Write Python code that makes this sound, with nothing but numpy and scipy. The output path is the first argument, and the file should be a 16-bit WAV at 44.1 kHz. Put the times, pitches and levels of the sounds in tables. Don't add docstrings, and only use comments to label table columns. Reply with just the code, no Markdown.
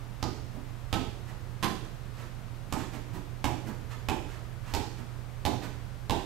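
import sys
import numpy as np
from scipy import signal
from scipy.fft import rfft, irfft, next_fast_len
from scipy.io import wavfile
from scipy.ndimage import uniform_filter1d, minimum_filter1d, map_coordinates

SR = 44100
rng = np.random.default_rng(int(sys.argv[2]) if len(sys.argv) > 2 else 0)


def output_pcm(signal):
    pcm = np.clip(np.atleast_2d(signal).T, -1, 1) * 32767
    wavfile.write(sys.argv[1], SR, np.round(pcm).astype(np.int16))


N = 275622


def amp(db):
    return 10 ** (np.asarray(db) / 20)


def unit(x):
    return x / np.sqrt(np.mean(x ** 2) + 1e-20)


def along(points, hz):
    point_hz, values = np.transpose(points)
    return np.interp(np.log(hz + 1), np.log(point_hz), values)


def filtered(x, response):
    n = x.shape[-1]
    padded = next_fast_len(n + SR // 4)
    hz = np.fft.rfftfreq(padded, 1 / SR)
    return irfft(rfft(x, padded) * response(hz), padded)[..., :n]


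def noise(spectrum, size):
    white = rng.standard_normal(size)
    return unit(filtered(white, lambda hz: amp(along(spectrum, hz))))


def wobble(knots_per_s):
    knots = rng.standard_normal(int(N * knots_per_s / SR) + 4)
    return map_coordinates(knots, [np.arange(N) * knots_per_s / SR])


def add(track, start_s, x):
    part = track[:, round(start_s * SR):][:, :x.shape[-1]]
    part += x[..., :part.shape[-1]]


# start in seconds, strength in dB, ring over the blow in dB,
# overtones over the blow in dB, pitch ratio of ring and overtones, slap band centre in Hz,
# height of that band in dB, slap t60 in seconds.
BOUNCES = [(0.2276, -27.5, -5, 0, 1.02, 4780, 11.5, 0.02), (0.9282, -22.5, 0, -1, 1.074, 3410, 9.5, 0.03),
           (2.725, -28, 3, -1.5, 1.046, 8000, 4, 0.033),
           (3.4426, -22.5, -3.5, -13, 1.005, 2850, 4.5, 0.025),
           (4.0866, -24, 0, -8.5, 1.005, 2600, 9, 0.025), (4.7381, -24, -2, -7.5, 1.09, 4330, 6, 0.027),
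           (5.452, -23.5, -1, -9, .99, 3624, 7, 0.044), (6.097, -22.5, 0.5, -23, 1.06, 3500, 7.5, 0.02)]
# start in seconds, ring in dB, slap in dB.
CATCH = [(1.6276, -24.5, -21.5), (1.633, -19, -14)]
# mode in Hz, relative level in dB, t60 in seconds.
THUMP_MODES = [(68.4, 4.5, 0.038), (99, 3, 0.031)]
# mode in Hz, relative level in dB, t60 in seconds.
KNOCK_MODES = [(169, -6.5, 0.025), (251.7, -4.5, 0.033), (305.6, 4.5, 0.019), (387.3, -22, 0.05)]
# mode in Hz before the pitch ratio, relative level in dB, t60 in seconds.
RING_MODES = [(775, -2, .05), (850, 1, .05), (950, -3, .04)]
# mode in Hz before the pitch ratio, relative level in dB, t60 in seconds.
OVERTONE_MODES = [(1206, -1.5, 0.05), (1437, -9.5, 0.042)]
# mode in Hz, relative level in dB, t60 in seconds.
HELD_MODES = [(192, 1, 0.039), (317, -9.5, 0.06), (735, -5, 0.024), (1015, -1.5, 0.056), (1810, -18, 0.039),
              (2510, -3.5, 0.018), (2686, -10.5, 0.05)]


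def ball():
    out = np.zeros((2, N))
    t = np.arange(SR // 4) / SR
    thump_db, knock_db = 1.5, -1
    body = amp(thump_db) * ring(THUMP_MODES, t) - amp(knock_db) * ring(KNOCK_MODES, t)
    for start_s, strength_db, ring_db, overtone_db, ratio, centre_hz, peak_db, t60_s in BOUNCES:
        hollow = amp(ring_db) * ring(RING_MODES, t, ratio)
        overtones = amp(overtone_db) * ring(OVERTONE_MODES, t, ratio)
        blow = body + hollow + overtones + slap(t, centre_hz, peak_db, t60_s)
        add(out, start_s, room(amp(strength_db) * blow, gap_s=0.01, build_s=0.005, wet_db=1.0))
    for start_s, ring_db, slap_db in CATCH:
        held = amp(ring_db) * ring(HELD_MODES, t)
        skin = amp(slap_db) * slap(t, centre_hz=3500, peak_db=4.5, t60_s=0.0081, snap_db=-18.0)
        add(out, start_s, room(held + skin, gap_s=0.004, build_s=0.0045, wet_db=-1.0))
    return out


def ring(modes, t, ratio=1, contact_s=0.00071):
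    swing = sum(amp(db - 60 * t / t60_s) * np.sin(2 * np.pi * hz * ratio * t)
                for hz, db, t60_s in modes)
    return -swing * (1 - np.exp(-t / contact_s))


# frequency in Hz, relative density in dB.
SLAP_SPECTRUM = [(100, 11.5), (350, 2.5), (560, -4.5), (850, 11), (1300, 1), (1900, 0), (2600, 0),
                 (4200, -5), (7500, -7), (10000, -16.5), (12000, -9.5), (15500, -27)]


def slap(t, centre_hz, peak_db, t60_s, snap_db=2, snap_t60_s=0.0044):
    decay = amp(-60 * t / t60_s) + amp(snap_db - 60 * t / snap_t60_s)
    burst = rng.standard_normal(len(t)) * decay
    hz = np.fft.rfftfreq(len(t), 1 / SR)
    patch = np.exp(-(2 * np.log2((hz + 1) / centre_hz)) ** 2)
    size = amp(along(SLAP_SPECTRUM, hz) + peak_db * patch)
    phase = np.angle(rfft(burst))
    even = irfft(size * np.exp(1j * phase), len(t))
    first_half = t < t[-1] / 2
    return unit(even * first_half) * np.std(burst)


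# centre in seconds, weight in dB, scrape of the sole in dB.
STEPS = [(0.553, -44.5, -64), (1.29, -49.5, -51), (2.943, -42, -46), (3.15, -38, -49.5),
         (3.681, -38, -47.5), (4.99, -49.5, -51.5), (5.637, -43, -43)]
# centre in seconds, half length in seconds, level in dB.
SWINGS = [(1.852, 0.018, -55), (2.202, 0.05, -51), (2.786, 0.063, -46), (3.919, 0.017, -45.5),
          (4.32, 0.057, -52), (4.694, 0.05, -49.5)]
# frequency in Hz, relative density in dB.
FOOTFALL_SPECTRUM = [(40, -45), (80, -3), (190, 6), (290, -4.5), (500, -15), (900, -12), (1500, -28),
                     (3000, -37)]
# frequency in Hz, relative density in dB.
CLOTH_SPECTRUM = [(200, 2), (700, 0), (1700, 1), (4000, -9), (8000, -13), (10000, -22.5), (12000, -16),
                  (16000, -35)]


def scuffs():
    t = np.arange(N) / SR
    step_half_s = 0.02

    def swell(centre_s, half_s):
        return np.exp(-((t - centre_s) / half_s) ** 2)

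    feet = sum(amp(weight_db) * swell(s, step_half_s) for s, weight_db, _ in STEPS)
    soles = sum(amp(scrape_db) * swell(s, step_half_s) for s, _, scrape_db in STEPS)
    sleeves = sum(amp(db) * swell(s, half_s) for s, half_s, db in SWINGS)
    dry_scuffs = feet * noise(FOOTFALL_SPECTRUM, N) + (soles + sleeves) * noise(CLOTH_SPECTRUM, N)
    return room(dry_scuffs, gap_s=0.0087, build_s=0.0025, wet_db=2.5)[:, :N]


# frequency in Hz, left and right relative density in dB.
AIR_SPECTRUM = [(18, -28, -6.5), (40.5, -30, 0), (68.6, -21, -3), (107, -30, 0.5), (175, -27, -9.5),
                (270, -22.5, -17.5), (590, -23, -24.5), (1250, -26, -27), (2530, -32.5, -35),
                (5300, -40, -40), (10500, -47, -45.5), (12700, -53.5, -43), (16100, -63, -50)]
# frequency in Hz, rms level in dB at the right microphone.
HUM_LINES = [(29.3, -43), (119.6, -39.5)]


def ventilation(air_db=-42.5, drift_rad=0.031, hum_left_db=-25):
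    t = np.arange(N) / SR
    air = np.array(AIR_SPECTRUM)
    separate, common = rng.standard_normal((2, N)), rng.standard_normal(N)

    def shared(hz):
        return np.clip(along([(80, 1.0), (300, 0.31), (8000, 0.33)], hz), 0, 1)

    flow = filtered(separate, lambda hz: np.sqrt(1 - shared(hz)))
    flow = flow + filtered(common, lambda hz: np.sqrt(shared(hz)))
    flow = filtered(flow, lambda hz: amp([along(air[:, [0, 1]], hz), along(air[:, [0, 2]], hz)]))
    hum = sum(amp(db) * np.sqrt(2) * np.sin(2 * np.pi * hz * t + drift_rad * wobble(3.32))
              for hz, db in HUM_LINES)
    return amp(air_db) * unit(flow) + hum * amp([[hum_left_db], [0]])


# mean delay in seconds, gain.
WALLS = [(.0017, .3), (.0036, .45), (.0105, .6), (.0122, .35), (.0143, .3), (.0185, .25), (.027, .2)]
# frequency in Hz, t60 in seconds.
ROOM_T60 = [(70, 0.77), (170, 0.41), (400, 0.72), (1000, 0.4), (3000, 0.64), (7000, 0.69), (13000, 0.43)]
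# frequency in Hz, relative level in dB.
ROOM_COLOUR = [(60, -1.5), (150, 4.5), (300, 9), (560, 7.5), (850, 6.5), (3000, 0), (12000, 0.5)]
# frequency in Hz, correlation from 0 to 1.
ALIKE = [(100, 1), (500, 0.54), (1500, 0.4), (5000, 0.18), (13000, 0.2)]


def room(x, gap_s, build_s, wet_db):
    hz, t, z = signal.stft(rng.standard_normal((2, SR * 3 // 4)), SR, nperseg=512)
    turn = np.arccos(np.clip(along(ALIKE, hz), 0, 1))[:, None] / 2
    mid, side = z[0] * np.cos(turn), z[1] * np.sin(turn)
    fade = amp(-60 * t / along(ROOM_T60, hz)[:, None])
    tail = signal.istft(np.array([mid + side, mid - side]) * fade, SR, nperseg=512)[1]
    tail = tail / np.linalg.norm(tail[0])
    tail = filtered(tail, lambda f: amp(along(ROOM_COLOUR, f)))
    since_gap_s = np.maximum(np.arange(tail.shape[1]) / SR - gap_s, 0)
    answer = amp(wet_db) * tail * (1 - np.exp(-since_gap_s / build_s))
    answer[:, 0] += 1
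    for delay_s, gain in WALLS:
        path_ratio = rng.normal(1, 0.025)
        answer[:, round(delay_s * path_ratio * SR)] += gain
    return signal.fftconvolve(x[None], answer, axes=1)


# frequency in Hz, gain in dB.
LEFT_RESPONSE = [(60, -31), (130, -20.5), (250, -19), (500, -13.5), (1000, -10), (4000, -9), (6500, -11.5),
                 (9000, -7), (12000, -7.5)]


def scene():
    left, right = ball() + scuffs()
    left = filtered(left, lambda hz: amp(along(LEFT_RESPONSE, hz)))
    return np.array([left, right]) + ventilation()


def limiter(x, ceiling_db=-14.5, hold_s=0.0017):
    peak = np.abs(x).max(axis=0)
    needed = np.minimum(1, amp(ceiling_db) / (peak + 1e-9))
    size = max(2, round(hold_s * SR))
    return x * uniform_filter1d(minimum_filter1d(needed, size), size)


def record(dry, low_cut_hz=22, top_hz=15700):
    def response(hz):
        return (hz < top_hz) * 1j * hz / (low_cut_hz + 1j * hz)

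    return filtered(limiter(dry), response)


dry = scene()
out = record(dry)
output_pcm(out)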